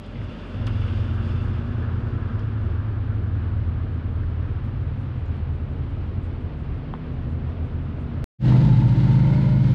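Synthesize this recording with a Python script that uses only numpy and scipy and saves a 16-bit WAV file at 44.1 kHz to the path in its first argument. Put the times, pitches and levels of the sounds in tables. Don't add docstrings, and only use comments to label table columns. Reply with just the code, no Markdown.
import sys
import numpy as np
from scipy import signal
from scipy.fft import rfft, irfft, next_fast_len
from scipy.io import wavfile
from scipy.ndimage import uniform_filter1d

SR = 44100
rng = np.random.default_rng(int(sys.argv[2]) if len(sys.argv) > 2 else 0)


def generate_wav(sig):
    pcm = np.round(np.clip(np.atleast_2d(sig).T, -1, 1) * 32767).astype(np.int16)
    wavfile.write(sys.argv[1], SR, pcm)


def magnitude_from_level(level_db):
    exponent = np.asarray(level_db, float) / 20
    return 10 ** exponent


N = 429534


def rms_one(x):
    return x / np.sqrt(np.mean(x ** 2) + 1e-20)


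def over_time(s, values):
    return np.interp(np.arange(N) / SR, s, values)


def in_time(rows):
    s, *columns = np.transpose(rows)
    return [over_time(s, column) for column in columns]


def drift(rate_hz):
    r = np.exp(-80 * np.pi * rate_hz / SR)
    slow = signal.lfilter([1], [1, -2 * r, r * r], rng.standard_normal(N // 40 + 2002))[2000:]
    return np.interp(np.arange(N) / 40, np.arange(len(slow)), rms_one(slow))


def resonate(x, hz, width_hz):
    r = np.exp(-np.pi * width_hz / SR)
    top_gain_one = np.array([1, 0, -1]) * (1 - r * r) / 2
    return signal.lfilter(top_gain_one, [1, -2 * r * np.cos(2 * np.pi * hz / SR), r * r], x)


def band_noise(order, band_hz):
    band = signal.butter(order, band_hz, "band", fs=SR, output="sos")
    return rms_one(signal.sosfilt(band, rng.standard_normal(N)))


def coloured(spectrum, patchy_db, gust_db):
    size = next_fast_len(N)
    octave = np.log2(np.arange(size // 2 + 1) * SR / size + 1)
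    hz, level_db = np.transpose(spectrum)
    shape = magnitude_from_level(np.interp(octave, np.log2(hz), level_db, -120, -120))
    whole = rfft(rng.standard_normal(size)) * shape
    out, together_db = 0, gust_db * drift(5.3)
    for centre in range(int(np.log2(hz[0])), int(np.log2(hz[-1])) + 2):
        band = irfft(whole * np.clip(1 - abs(octave - centre), 0, 1), size)[:N]
        out = out + band * magnitude_from_level(patchy_db * drift(16) + together_db)
    return rms_one(out)


def above(level_db, far_db):
    return np.sqrt(np.clip(magnitude_from_level(level_db) ** 2 - magnitude_from_level(far_db) ** 2, 0, None))


def engine(rows, wobble, flutter_db, orders=((1, 0, 1),), fade_s=99):
    hz, load_db = in_time(rows)
    turn = 2 * np.pi * np.cumsum(hz * (1 + wobble * drift(3.86))) / SR
    out = 0
    for multiple, db, load_share in orders:
        level = magnitude_from_level(db + load_share * load_db + flutter_db * drift(2))
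        out = out + level * np.sin(multiple * turn + rng.uniform(0, 2 * np.pi))
    first, last = rows[0][0], rows[-1][0]
    return np.sqrt(2) * out * over_time([first - fade_s, first, last, last + fade_s], [0, 1, 1, 0])


def far_rumble(lull_db):
    # (frequency [Hz], density [dB per Hz])
    rumble_band = [(12, -45), (20, -9), (60, -1.5), (91, 1), (136, -3.5), (184, -19), (258, -16),
                   (400, -31.5), (520, -48), (880, -120)]
    fading_db = -30.5 - 0.07 * np.arange(N) / SR
    return magnitude_from_level(fading_db + lull_db) * coloured(rumble_band, patchy_db=1, gust_db=.5)


def valley_roar(near_db):
    # (frequency [Hz], density [dB per Hz])
    valley_band = [(170, -3.5), (250, -2.5), (330, -10), (430, -11.5), (700, -20.5), (1200, -19.5),
                   (1800, -25), (3000, -30), (4500, -41), (5800, -52), (7500, -73), (10000, -74),
                   (12000, -87.5), (15000, -85)]
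    roar_db = -38 + 0.58 * near_db + over_time((4.74, 6.1), [0, 3.5])
    wash_db = -50 + over_time([0, 0.67], [-2, 0])
    roar = coloured(valley_band[:5] + [(1400, -41.0)], patchy_db=0.27, gust_db=0.47)
    wash = coloured([(400, -28.5)] + valley_band[4:], patchy_db=0.04, gust_db=0.5)
    return magnitude_from_level(roar_db) * roar + magnitude_from_level(wash_db) * wash


def exhaust_drone():
    # (time [s], level [dB])
    drone_level = [(0, -59), (.3, -51.5), (.7, -50), (1.1, -53.5), (1.28, -56), (1.38, -51), (1.5, -59),
                   (2.2, -66), (2.6, -90)]
    # (frequency [Hz], density [dB per Hz])
    drone_band = [(420, -20.5), (480, 0.5), (600, -1.5), (680, -6.5), (730, -25)]
    return magnitude_from_level(in_time(drone_level)[0]) * coloured(drone_band, patchy_db=1.5, gust_db=1.0)


def tyres_rolling(near_db):
    # (frequency [Hz], density [dB per Hz])
    tyre_band = [(620, 0), (850, -4.5), (1300, 1.5), (1700, -2), (1950, -15), (2900, -11), (3500, -15),
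                 (4000, -24.5), (4900, -24), (5800, -32.5), (7000, -36.5), (9000, -42.5), (11000, -49),
                 (14000, -66)]
    # (time [s], hiss level [dB])
    hiss_level = [(0, -55), (.3, -53), (.55, -52.5), (.8, -50), (1.1, -51.5), (1.42, -51.5), (1.6, -55.5),
                  (2.4, -56.5), (3.2, -58.5)]
    # (frequency [Hz], width [Hz], level over the hiss [dB])
    whistle_rows = [
        (2757, 110, -9),
        (3466, 79, -12.5),
        (4700, 60, -22),
        (5200, 60, -26),
    ]
    tread = coloured([(500, -22.5)] + tyre_band[1:5] + [(2600, -30.0)], patchy_db=1.0, gust_db=1.1)
    hiss = coloured([(1500, -28.0)] + tyre_band[4:], patchy_db=2.0, gust_db=1.0)
    white = rng.standard_normal(N)
    for hz, width_hz, db in whistle_rows:
        hiss += magnitude_from_level(db) * rms_one(resonate(resonate(white, hz, width_hz), hz, width_hz))
    return above(-46 + near_db, -53.5) * tread + above(in_time(hiss_level)[0], -58) * hiss


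def distant_engines(lull_db):
    # (time [s], firing rate [Hz], load [dB])
    slowing, passing, arriving = [(0, 45.51, -43.5), (.45, 45.5, -42), (.75, 44.5, -27.5),
                                  (1.5, 43.5, -27.5), (1.72, 43, -33.5), (1.95, 42.5, -29),
                                  (2.1, 42.5, -34.5), (2.52, 41.5, -38), (2.7, 41.5, -23.5),
                                  (2.87, 41, -38), (3.15, 40.5, -29.5), (4.3, 40.5, -27), (4.9, 40, -35.5),
                                  (5.5, 40, -29), (6.2, 39.5, -40), (6.75, 38.5, -32), (7.02, 39, -46),
                                  (7.25, 39, -35), (8.24, 38, -37.5)], [(.7, 111.3, -4.5), (1.1, 113.5, -1.5),
                                                   (1.5, 116.2, -0.5), (1.9, 116.8, -1), (2.3, 116.4, -1.5),
                                                   (2.6, 114.9, -3.5), (3.6, 112.7, -3), (4.3, 107, -6)], [(4.95, 67.27, -5.5), (5.6, 70, -2),
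                                                                    (6, 71.4, -1), (6.3, 70.96, -3.5),
                                                                    (6.6, 70.07, -2.5), (7.1, 68.1, -5),
                                                                    (8.1, 64, -2)]
    # (multiple of the firing rate, level [dB], share of the load swing)
    slowing_orders = [(1, -28.5, 0.26), (2, 0.0, 1.0)]
    passing_orders = [(1, -32, 1.0), (2, -36, 2.8), (3, -47.5, 1.2)]
    arriving_orders = [(1, -36.5, 1.2), (2, -43, 0.49)]
    # (time [s], firing rate [Hz], level [dB])
    descending, climbing, steady = [(.6, 110, -28.5), (1.0, 108.2, -32), (1.9, 106.2, -34.5),
                                    (2.25, 106.4, -31), (2.42, 105.6, -26.5), (2.85, 104.9, -27),
                                    (3.3, 102.6, -27), (3.8, 100.1, -32.5), (4.4, 98, -32.5),
                                    (4.9, 96.5, -28), (5.25, 95.5, -35), (5.7, 93.5, -39.5),
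                                    (6.0, 91.75, -30.5), (6.45, 88, -35), (6.62, 87.4, -51),
                                    (7.02, 86.9, -46), (7.3, 84.7, -30), (8.24, 83.8, -33)], [(3.8, 115.7, -37.5), (4.25, 116.5, -39.5),
                                                        (4.6, 119.6, -34), (5.0, 120, -37.5),
                                                        (5.4, 121.2, -39), (6.25, 125.3, -38.5)], [(.4, 132, -47), (1.2, 136, -41.5),
                                                                          (2.3, 138.3, -39),
                                                                          (3, 136.8, -46),
                                                                          (3.6, 136.5, -41.5),
                                                                          (4.3, 135.7, -43.5),
                                                                          (4.9, 135.3, -35.5),
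                                                                          (5.6, 133.6, -38.5),
                                                                          (6.5, 131.2, -44.5),
                                                                          (7.0, 129.4, -39),
                                                                          (7.3, 128.3, -36),
                                                                          (7.7, 128, -36.5),
                                                                          (8.2, 127.1, -38)]
    # (time [s], frequency [Hz], level [dB])
    overtones = [
        [(0, 581, -54), (.5, 601, -56)],
        [(.6, 254.5, -43), (1.05, 251.8, -43)],
        [(0, 159.6, -47), (.3, 164.5, -46.5), (1.1, 171.6, -46)],
        [(0, 211, -53.5), (.55, 221.4, -47.5)],
        [(3.3, 165, -48), (3.7, 164.5, -46.5), (4.2, 162.5, -42.5), (4.6, 160.6, -44)],
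        [(3.0, 260.7, -48), (3.3, 259.4, -48.5)],
        [(3.7, 252.5, -44), (4.0, 254, -46.5)],
        [(6.9, 245, -47), (7.5, 239.8, -47), (8.1, 231.3, -43.5)],
        [(6.55, 156, -40.5), (6.75, 156.9, -42), (7.35, 154.3, -40.5), (8.3, 153.1, -41)],
    ]
    eased = engine(passing, .003, 1.6, passing_orders, fade_s=0.23)
    eased += engine(arriving, 0.0041, 2.5, arriving_orders, fade_s=0.82)
    eased += engine(climbing, 0.004, 2.0, fade_s=0.24)
    eased += engine(steady, 0.003, 1.5)
    out = magnitude_from_level(2.2 * lull_db) * eased
    out += engine(slowing, 0.002, 0.6, slowing_orders)
    out += engine(descending, 0.002, 0.6, fade_s=.06)
    return out + sum(engine(rows, 0.0063, 2.5, fade_s=0.13) for rows in overtones)


def grasshopper():
    first_s, period_s, length_s = 2.715, .17663, .045
    t = np.arange(N) / SR - first_s + period_s / 2
    swell = np.exp(-((t % period_s - period_s / 2) / length_s * 2) ** 2)
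    pulse = swell * np.clip(t / 2, 0, 1) * magnitude_from_level(3.5 * drift(4)) + 1.0
    return magnitude_from_level(-86.5 + 1.4 * drift(12)) * pulse * band_noise(5, (5200, 9600))


def ticks():
    # (time [s], peak [dB], ring [Hz], width [Hz], rattle length [s])
    tick_rows = [(0.061, -56, 7000, 5000, 0.012), (0.1558, -39.5, 2100, 600, 0.002),
                 (0.215, -40, 1980, 350, .002), (0.216, -42, 1400, 500, .001),
                 (.669, -30.5, 4150, 3400, .005), (0.6699, -43, 8600, 6000, .008),
                 (.672, -33.5, 2900, 1500, .006), (.671, -32, 1500, 1300, .006),
                 (.677, -32.5, 1250, 800, .008), (.679, -36, 2300, 1400, .008),
                 (.848, -58, 7000, 4960, .003), (2.3924, -48, 2900, 900, .0005),
                 (2.3935, -49, 4600, 1300, .001), (2.3955, -56, 5300, 900, .001),
                 (2.394, -60, 7000, 1800, .001), (2.393, -70, 10600, 700, .0002),
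                 (4.2345, -36, 1488, 550, 0.0004), (5.045, -68, 9900, 2000, .002),
                 (5.2585, -61, 7000, 2500, .004), (5.2635, -56, 5200, 1498, .002),
                 (5.279, -65, 6800, 900, .002), (6.2335, -65, 10300, 1997, .002),
                 (6.9381, -21.5, 830, 680, .0002), (6.9382, -40, 3050, 700, .0002),
                 (6.942, -38.5, 900, 900, .0005), (6.9482, -34, 896, 900, .0002),
                 (6.953, -36, 900, 900, .001), (0.663, -42, 750, 60, .004), (8.48, -35, 3000, 2500, .012),
                 (8.522, -27, 900, 300, .002), (8.547, -32, 900, 300, .002), (8.82, -28.5, 890, 450, .006)]
    out, t = np.zeros(N), np.arange(SR // 10) / SR
    for s, peak_db, hz, width_hz, length_s in tick_rows:
        sparse = rng.standard_normal(len(t)) * (rng.random(len(t)) < .05)
        ring = .5 * sparse * np.exp(-t / max(length_s, 1e-4))
        ring[0] = -1
        for _ in range(3):
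            ring = resonate(ring, hz, width_hz)
        out[round(s * SR):][:len(t)] += magnitude_from_level(peak_db) * ring / abs(ring).max()
    return out


def high_puffs():
    # (time [s], peak [dB])
    puff_rows = [(0.8113, -84.5), (0.8672, -90), (0.948, -92), (1.1261, -84.5), (1.1874, -80),
                 (1.4409, -80.5), (1.756, -80.5), (2.2166, -85.5), (2.3907, -92), (2.8217, -90),
                 (2.937, -81), (3.1103, -81.5), (3.21, -78.5), (3.4967, -84), (3.6573, -80),
                 (3.7636, -82.5), (3.796, -82), (3.8647, -79.5), (3.92, -81), (4.1422, -79.5),
                 (4.3604, -78), (4.7074, -77.5), (4.9589, -77), (5.359, -85.5), (5.8878, -86),
                 (5.9396, -86.5), (6.0357, -78.5), (6.1342, -83), (6.2993, -80.5), (6.8087, -86),
                 (7.8997, -78)]
    t, level, puff_s = np.arange(N) / SR, magnitude_from_level(-108), .003
    for s, peak_db in puff_rows:
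        level = level + magnitude_from_level(peak_db - 6) * np.exp(-((t - s - puff_s) / puff_s) ** 2)
    return level * band_noise(4, (9500, 15400))


def thinned(x):
    # (low edge [Hz], high edge [Hz], kept above this over the usual level [dB])
    top_bands = [(8800, 9300, -3.5), (9300, 9800, -2.5), (9800, 10400, 0), (10400, 11200, 2.5),
                 (11200, 12200, 16), (12200, 14000, 15)]
    hz, out = np.arange(N // 2 + 1) * SR / N, x.copy()
    for low_hz, high_hz, keep_db in top_bands:
        band = irfft(rfft(x) * ((hz > low_hz) & (hz <= high_hz)), N)
        level_db = 10 * np.log10(uniform_filter1d(band ** 2, size=4096) + 1e-20)
        over_db = level_db - np.median(level_db) + 2 * drift(5.0)
        kept = (over_db > keep_db)[::1024]
        out -= band * uniform_filter1d(1. - np.repeat(kept, 1024)[:N], size=512)
    return out


def hairpin():
    # (centre [s], length [s], depth [dB])
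    lulls = [
        (0.019, 0.27, 11.5),
        (0.425, 0.26, 13.5),
        (6.254, 0.85, 1),
        (6.995, 0.15, 7.5),
    ]
    # (time [s], level [dB])
    nearness = [(0, -8), (.25, -3.5), (.75, -0.5), (2, 0), (3.5, -4), (5, -5.5), (6.5, -8), (8.2, -5.5)]
    t = np.arange(N) / SR
    lull_db = -sum(depth_db * np.exp(-(2 * (t - s) / length_s) ** 4) for s, length_s, depth_db in lulls)
    near_db = in_time(nearness)[0]
    road = far_rumble(lull_db) + valley_roar(near_db) + exhaust_drone() + tyres_rolling(near_db)
    heard = thinned(road + distant_engines(lull_db) + grasshopper()) + high_puffs()
    return signal.sosfilt(signal.butter(2, 27, "high", fs=SR, output="sos"), heard)


def exhaust_along_wall(turn):
    # (time [s], exhaust level [dB], mechanical roar level [dB])
    wall_level = [(8.42, -37, -44.5), (8.49, -34, -44), (8.62, -35, -45.5), (8.904, -38.5, -47),
                  (9.346, -37.5, -47), (9.62, -42.5, -49.5), (9.7, -41.5, -47)]
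    # (frequency [Hz], density [dB per Hz])
    low_band, high_band = [(12, -46), (20, -16.5), (70, -8.5), (134, -9.5), (256, -25), (321, -34),
                           (448, -24.5), (515, -24), (705, -28.5), (917, -30.5), (1300, -57.5), (1690, -77),
                           (2860, -120)], [(1100, -1.5), (1700, -2), (2400, -5.5), (3500, -7.5),
                                             (4600, -11.5), (5500, -19), (7000, -24.5), (9000, -32),
                                             (11000, -36), (13000, -46.5), (15500, -59.5)]
    # (multiple of the crank rate, width [Hz], early level [dB], late level [dB])
    pipe_bands = [(34.85, 56, -1, 0), (53.4, 90, -8, -5), (79.2, 130, -11.5, -5), (19.9, 18, -11.5, -1),
                  (112.6, 120, -18.5, -16), (149.4, 130, -17, -21.5), (64, 110, -12.5, -18),
                  (162, 120, -25, -19.5), (10.2, 40, -1.5, 4.5), (31.4, 45, -12, -5.5),
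                  (37.6, 61, -7.5, -8.5)]
    exhaust_db, roar_db = in_time(wall_level)
    puff = 1 + 0.089 * np.cos(turn) + 0.028 * np.cos(turn / 2)
    out = magnitude_from_level(exhaust_db + 7.0) * coloured(low_band, patchy_db=0.5, gust_db=1.0)
    out += magnitude_from_level(roar_db + 0.7) * puff * coloured([(600, -24.5)] + high_band, patchy_db=0.0, gust_db=1.0)
    late = over_time([8.9, 9.2], [0, 1])
    rough = 0
    for multiple, width_hz, early_db, late_db in pipe_bands:
        band = drift(width_hz) * np.sin(multiple * turn) + drift(width_hz) * np.cos(multiple * turn)
        rough = rough + magnitude_from_level(early_db + (late_db - early_db) * late) * band
    beat = 1 + 0.2 * np.cos(1.4 * turn)
    return out + magnitude_from_level(exhaust_db - 7.5) * beat * rough * over_time((8.3, 8.5), [0, 1])


def near_motorcycle():
    # (time [s], crank rate [Hz], level of the fifth order [dB])
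    bike_speed = [(8.47, 25.19, -16.5), (8.766, 25.54, -17.5), (9.042, 26.04, -19), (9.138, 26.18, -18.5),
                  (9.276, 26.71, -18.5), (9.65, 26.97, -19.5), (9.74, 26.86, -19.5)]
    # (multiple of the crank rate, level [dB])
    bike_orders = [(0.5, -41.5), (1, -33.5), (1.5, -31), (2, -11), (2.5, -17.5), (3, -18.5), (3.5, -18.5),
                   (4, -26), (4.5, -16), (5, 1.5), (5.5, -28.5), (6, -5), (6.5, -30.5), (7, -8), (7.5, -29),
                   (8, -17), (8.5, -28.5), (9, -22.5), (9.5, -33.5), (10, -18), (10.5, -34.5), (11, -18.5),
                   (11.5, -31.5), (12, -26.5), (12.5, -27), (13, -25), (13.5, -40.5), (14, -29.5),
                   (14.5, -45.5), (15, -31)]
    # (time [s], level [dB])
    throttle = [(8.4, -1), (8.5, 4), (8.65, 0.5), (8.8, 0), (9.0, 1), (9.3, -2.5), (9.7, -2)]
    hz, level_db = in_time(bike_speed)
    turn = 2 * np.pi * np.cumsum(hz * (1 + 0.00203 * drift(5))) / SR
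    fifth_db, throttle_db = dict(bike_orders)[5], in_time(throttle)[0]
    tones = 0
    for k, db in bike_orders:
        order_db = db - fifth_db + (0.04 + 0.23 * k) * drift(4.9) + (k >= 8) * throttle_db
        tones = tones + magnitude_from_level(order_db) * np.sin(k * turn + rng.uniform(0, 2 * np.pi))
    return np.sqrt(2) * magnitude_from_level(level_db) * tones + exhaust_along_wall(turn)


def machines_ahead():
    # (time [s], firing rate [Hz], load or level [dB])
    second, third = [(8.42, 105, 1), (8.53, 105.4, 1.5), (8.75, 105.2, -1), (9.1, 105.3, -2),
                     (9.3, 105, -1.5), (9.5, 104.8, -1), (9.7, 103, -7)], [(8.5, 114.1, -31), (8.7, 113.2, -24), (8.9, 113.4, -20.5),
                                     (9.2, 113.9, -24.5), (9.45, 113.7, -25.5), (9.7, 113.9, -23)]
    # (multiple of the firing rate, level [dB], share of the load swing)
    second_orders = [(1, -32.5, 2.1), (2, -28, 0.76), (3, -37, 1.6), (5, -49, 0.077)]
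    # (time [s], frequency [Hz], level [dB])
    ringing = [
        [(8.48, 900, -47.5), (8.58, 890, -50)],
        [(8.57, 864, -47.5), (8.66, 863.5, -44.5), (8.82, 872, -47.5)],
        [(8.85, 910.5, -48.5), (9.0, 912.3, -51), (9.15, 924, -45.5), (9.3, 916.4, -51.5), (9.4, 915, -48)],
        [(9.3, 950, -55), (9.5, 962, -53.5), (9.6, 947, -52.5)],
    ]
    # (time [s], frequency [Hz], level [dB])
    whine = [(8.5, 571, -50.5), (8.75, 587, -57.5), (9.1, 593, -49), (9.3, 597.3, -46), (9.6, 602, -43.5),
             (9.74, 595, -54)]
    out = engine(second, .003, 1.2, second_orders) + engine(third, .003, 1.2)
    out += sum(engine(rows, .007, 3.0, fade_s=.04) for rows in ringing)
    return out + engine(whine, .01, 3.0)


def wall_road():
    return (near_motorcycle() + machines_ahead()) * over_time((8.385, 8.46), [0, 1]) ** 1.7


def cut_on_crest(x, cut, crest):
    lift = np.zeros(N)
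    lift[cut - 200:cut] = (crest - x[cut - 1]) * np.hanning(400)[:200]
    return (x + lift) * (np.arange(N) < cut)


def scene():
    first = cut_on_crest(hairpin(), round(8.24225 * SR), .085)
    second = cut_on_crest(wall_road(), N, .06)
    return (first + second + ticks())[None]


def roll_off(x):
    return signal.sosfilt(signal.butter(12, 15500, fs=SR, output="sos"), x)


def record(dry):
    top = .8
    mix = top * np.tanh(dry / top)
    return roll_off(mix)


dry = scene()
out = record(dry)
generate_wav(out)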